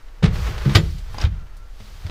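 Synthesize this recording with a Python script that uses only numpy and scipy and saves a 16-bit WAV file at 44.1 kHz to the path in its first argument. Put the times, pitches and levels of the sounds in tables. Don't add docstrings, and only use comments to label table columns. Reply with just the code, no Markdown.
import sys
import numpy as np
from scipy import signal
from scipy.fft import rfft, irfft
from scipy.io import wavfile

SR = 44100
rng = np.random.default_rng(int(sys.argv[2]) if len(sys.argv) > 2 else 0)


def unload_audio(sound):
    columns = np.transpose(np.atleast_2d(sound))
    steps = np.round(np.clip(columns, -1, 1) * 32767)
    wavfile.write(sys.argv[1], SR, steps.astype(np.int16))


N = 92610
T = np.arange(N) / SR

# frequency in Hz, relative level in dB.
AIR_EQ = [(40, 10), (130, -19), (250, 0.5), (450, -2), (1500, -6), (2500, -16), (5000, -13.5), (9000, -22),
          (15000, -25)]
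RUMBLE_EQ = [(10, -2), (22, -10.5), (31, 6), (42, -2), (60, -33), (120, -18), (400, -51)]
SHUDDER_EQ = [(20, -15), (40, -5), (56, 4), (75, -0.5), (105, -6.5), (160, -15.5), (195, -15.5), (235, -47),
              (600, -63)]
HISS_EQ = [(500, -46), (2000, -6), (4600, 0.5), (6500, -6.5), (9000, -12), (15000, -14.5)]
RUB_EQ = [(100, 11), (240, -12.5), (400, 4.5), (750, 2), (1300, 2.5), (2200, -1), (4600, -10),
          (6500, -14.5), (9000, -28.5), (15000, -24.5)]
CRACK_EQ = [(60, -4), (200, -0.5), (450, 0), (750, -6), (1200, -6.5), (2000, -4), (3600, -6.5),
            (5000, -10.5), (6500, -18), (9000, -25), (15000, -43.5)]
FRAME_EQ = [(100, -29.5), (400, -8.5), (1100, 0), (2400, -3.5), (4000, -10.5), (8000, -27), (15000, -5)]
# time in seconds, level in dB.
RUMBLE_RIDE = [(0, -35.5), (.09, -32), (.17, -41.5), (.3, -29.5), (.8, -30.5), (1.1, -31.5), (1.4, -31),
               (1.61, -37.5), (1.7, -31.5), (1.85, -40), (2.1, -35.5)]
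SHUDDER_RIDE = [(.13, -62), (.22, -45.5), (.31, -21.5), (.49, -23), (.59, -29), (.8, -25), (.92, -25.5),
                (1.05, -38.5), (1.2, -33), (1.33, -23.5), (1.47, -45), (1.75, -51), (2.1, -38.5)]
HISS_RIDE = [(.29, -75), (.34, -44.5), (.48, -43.5), (.56, -50.5), (.72, -44.5), (.84, -49), (.93, -50),
             (1.03, -56.5), (1.16, -51.5), (1.23, -56), (1.28, -92), (1.7, -67), (1.82, -53.5),
             (2.1, -53.5)]
RUB_RIDE = [(0, -55.5), (.22, -54.5), (.32, -37.5), (.365, -39.5), (.48, -33), (.54, -38.5), (.63, -36.5),
            (.71, -33), (.76, -33), (.84, -45), (.96, -55), (1.08, -51), (1.17, -43.5), (1.23, -30),
            (1.30, -52.5), (1.72, -58), (1.82, -51.5), (1.92, -53), (2.1, -46.5)]
# time in seconds, pitch in Hz, level in dB.
SQUEAK_GLIDE = [(1.31, 1410, -54), (1.385, 1375, -59.5), (1.56, 1358, -61.5), (1.66, 1360, -58),
                (1.74, 1314, -74)]
# start in seconds, centre in Hz, level in dB, 60 dB decay in seconds.
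EDGE_SCRATCHES = [(.733, 8550, -37, 0.092), (1.138, 11100, -51, .08), (1.157, 14300, -55, 0.052)]
# pitch in Hz, relative level in dB, 60 dB decay in seconds.
LEAF_MODES = [(162, 0, .28), (241, -4, .14), (329, 1, .2), (363, -2, .15), (439, -4, .18), (503, -5, .17),
              (555, -6, .16), (654, -7, .13), (1215, -6, .11), (1543, -1, .11), (2085, -2, .09),
              (2352, -5, .09), (3180, 1, .07), (3335, 3, .08), (3593, 3, .08), (4025, 1, .08),
              (4380, -3, .07), (4700, -2, .07), (4880, -1, .07)]
HANDLE_MODES = [(839, 5.5, 0.036), (1022, 2.5, 0.065), (3860, -5, 0.032), (4880, -1, .04),
                (4940, 4.5, 0.035), (5560, 5.5, 0.029), (6500, -7.5, 0.05)]
LATCH_MODES = [(2450, -5, .07), (3140, 1, .04), (3770, -1, .05), (7150, -19, .16), (10700, -18, .04),
               (13350, -27, .07)]
# start in seconds, level in dB, treble tilt in dB per octave.
LEAF_BLOWS = [(0.228, -35, -1.5), (0.654, -40.5, -1.5), (.753, -20.5, 0.63), (1.249, -49, 1.5)]
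HANDLE_CLICKS = [(1.145, -36, -8), (1.184, -34, 0.5), (1.214, -41, 1)]
LATCH_STRIKES = [(0.757, -30.5, 10.5), (1.252, -28.5, -9.5)]
# start in seconds, level in dB, attack in seconds,
# 60 dB decay in seconds, treble tilt in dB per octave.
JAMB_CRACKS = [(0.224, -20.5, 0.0032, 0.047, -7.5), (0.229, -25.5, 0.0011, 0.086, -0.6),
               (0.238, -21.5, .003, 0.14, -2), (0.253, -29, 0.0017, 0.15, -3),
               (.354, -31, 0.0045, 0.044, -2), (0.488, -32.5, 0.0015, 0.08, -4.5),
               (0.579, -34.5, 0.00079, 0.067, 1), (0.652, -24, 0.0067, .16, -9.5),
               (0.692, -28.5, 0.0051, 0.084, -1), (0.749, -8.5, 0.0006, 0.017, -1.5),
               (0.7502, -9, 0.0068, 0.09, 0.03), (.98, -46.5, 0.0036, 0.13, 7.5),
               (1.143, -40.5, 0.00074, 0.11, -1.5), (1.18, -34.5, 0.0012, 0.094, -1),
               (1.198, -37, 0.0032, 0.095, 1.5), (1.216, -30.5, 0.0019, 0.046, 1.5),
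               (1.238, -24, .002, 0.023, -2), (1.250, -30, 0.00068, .05, -2),
               (1.566, -53, 0.0018, 0.12, 15), (1.801, -41.5, .001, 0.055, -0.5),
               (2.065, -37, 0.00052, 0.074, -0.5), (2.096, -30, 0.0021, 0.093, -2)]
# start in seconds, pitch in Hz, level in dB, attack in seconds,
# 60 dB decay in seconds.
LEAF_THUDS = [(0.2307, 160, -1.5, 0.016, 0.036), (0.228, 99.5, -5.5, .02, 0.069),
              (.265, 51.6, -9, 0.017, 0.061), (0.652, 136.3, -9.5, 0.021, 0.25),
              (0.656, 200.5, -19, 0.017, 0.38), (0.7537, 99.2, 1.5, 0.004, 0.1),
              (.785, 157.4, -14, 0.0068, 0.2), (1.236, 77.5, -5, .013, 0.056),
              (1.26, 200, -28, 0.0074, .16), (1.266, 96.5, -14, 0.0046, 0.062),
              (1.324, 61.6, -23.5, 0.0075, 0.17), (1.793, 209, -46, 0.011, 0.34),
              (1.797, 96, -37, 0.017, 0.18), (2.047, 87, -19, 0.0079, 0.1)]


def amp(db):
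    return 10 ** (np.asarray(db) / 20)


def unit(x):
    return x / (np.std(x) + 1e-12)


def curve(rows, column=1):
    rows = np.array(rows)
    return np.interp(T, rows[:, 0], rows[:, column])


def convolve(x, response):
    return signal.fftconvolve(x, response)[:N]


def eq(x, points, tilt_db=0):
    size = 16384
    hz, db = np.array(points, float).T
    octave = np.log2(np.maximum(np.fft.rfftfreq(size, 1 / SR), 1))
    gain_db = np.interp(octave, np.log2(hz), db) + tilt_db * np.maximum(octave - np.log2(300), 0)
    cepstrum = irfft(np.log(amp(gain_db)))
    cepstrum[1:size // 2] *= 2
    cepstrum[size // 2 + 1:] = 0
    response = irfft(np.exp(rfft(cepstrum)))
    return convolve(x, response / np.linalg.norm(response))


def wobble(rate_hz):
    return np.interp(T * rate_hz, np.arange(N // 20), rng.standard_normal(N // 20))


def grains(per_second, spread_db):
    happens = rng.random(N) < per_second / SR
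    polarity = np.sign(rng.standard_normal(N))
    return unit(happens * polarity * amp(spread_db * rng.standard_normal(N)))


def burst(start, attack, t60):
    age = T - start
    rise = np.sin(np.pi / 2 * np.clip(age / attack, 0, 1)) ** 2
    return rise * np.exp(-np.log(1000) * np.maximum(age - attack, 0) / t60)


def ring(modes, start=0, tilt_db=0):
    age = np.maximum(T - start, 0)
    out = np.zeros(N)
    for hz, db, t60 in modes:
        gain = amp(db + tilt_db * np.log2(hz / modes[0][0]))
        decay = np.exp(-np.log(1000) * age / t60)
        beating = 1 + 0.5 * wobble(rate_hz=110)
        out += gain * decay * np.sin(2 * np.pi * hz * age) * beating
    return out


def low_noise(ride, points, top_hz):
    wave = signal.hilbert(unit(eq(rng.standard_normal(N), points)))
    even = wave.real / np.sqrt(np.abs(wave) ** 2 + 1)
    lowpass = signal.butter(4, top_hz, fs=SR, output="sos")
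    return unit(signal.sosfilt(lowpass, even)) * amp(curve(ride))


def air():
    return amp(-56) * eq(rng.standard_normal(N), AIR_EQ)


def room(x):
    out = x
    for band, t60, db in (("low", 0.34, -14.5), ("high", 0.52, -28)):
        tail = rng.standard_normal(N) * burst(start=0.006, attack=0.03, t60=t60)
        crossover = signal.butter(2, 450, band, fs=SR, output="sos")
        out = out + amp(db) * convolve(x, signal.sosfilt(crossover, tail / np.linalg.norm(tail)))
    return out


def frame(x):
    tail = eq(rng.standard_normal(N), FRAME_EQ) * burst(start=0, attack=0.013, t60=0.096)
    return x + amp(-19) * convolve(x, tail / np.linalg.norm(tail))


def rumble():
    return low_noise(RUMBLE_RIDE, RUMBLE_EQ, top_hz=62.4)


def shudder():
    return low_noise(SHUDDER_RIDE, SHUDDER_EQ, top_hz=236)


def hinge():
    hz = curve(SQUEAK_GLIDE) * (1 + 0.0196 * wobble(rate_hz=250))
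    level_db = curve(SQUEAK_GLIDE, column=2) + 3.9 * wobble(rate_hz=41.2)
    gate = (T > SQUEAK_GLIDE[0][0]) & (T < SQUEAK_GLIDE[-1][0])
    return gate * amp(level_db) * np.sin(2 * np.pi * np.cumsum(hz) / SR)


def scratches():
    out = np.zeros(N)
    for start, hz, db, t60 in EDGE_SCRATCHES:
        squeal = wobble(rate_hz=1000) * np.cos(2 * np.pi * hz * T)
        out += amp(db) * burst(start, attack=0.0036, t60=t60) * squeal
    return out


def scrape():
    force = amp(curve(RUB_RIDE) + 1.5 * wobble(rate_hz=70))
    hiss = amp(curve(HISS_RIDE)) * eq(rng.standard_normal(N), HISS_EQ)
    slips = grains(per_second=5000, spread_db=1.5)
    return eq(slips * force, RUB_EQ) + hiss


def leaf(contact):
    response = ring(LEAF_MODES)
    return contact + amp(-20) * convolve(contact, response / np.linalg.norm(response))


def knocks():
    parts = (LEAF_MODES, LEAF_BLOWS), (HANDLE_MODES, HANDLE_CLICKS), (LATCH_MODES, LATCH_STRIKES)
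    return sum(amp(db) * ring(modes, start, tilt) for modes, hits in parts for start, db, tilt in hits)


def cracks():
    slips = grains(per_second=3500, spread_db=1.5)
    return sum(amp(db) * eq(slips * burst(start, attack, t60), CRACK_EQ, tilt)
               for start, db, attack, t60, tilt in JAMB_CRACKS)


def thuds():
    return sum(amp(db) * burst(start, attack, t60) * np.sin(2 * np.pi * hz * (T - start))
               for start, hz, db, attack, t60 in LEAF_THUDS)


def scene():
    contact = knocks() + scratches() + leaf(cracks() + scrape())
    door = room(thuds() + frame(contact))
    bed = shudder() + rumble() + air()
    return (door + bed + hinge())[None]


def record(dry):
    ceiling, top_hz = 0.92, 15500
    rounded = dry / (1 + (dry / ceiling) ** 6) ** (1 / 6)
    lowpass = signal.ellip(10, 0.2, 80, top_hz, fs=SR, output="sos")
    return signal.sosfilt(lowpass, rounded)


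dry = scene()
out = record(dry)
unload_audio(out)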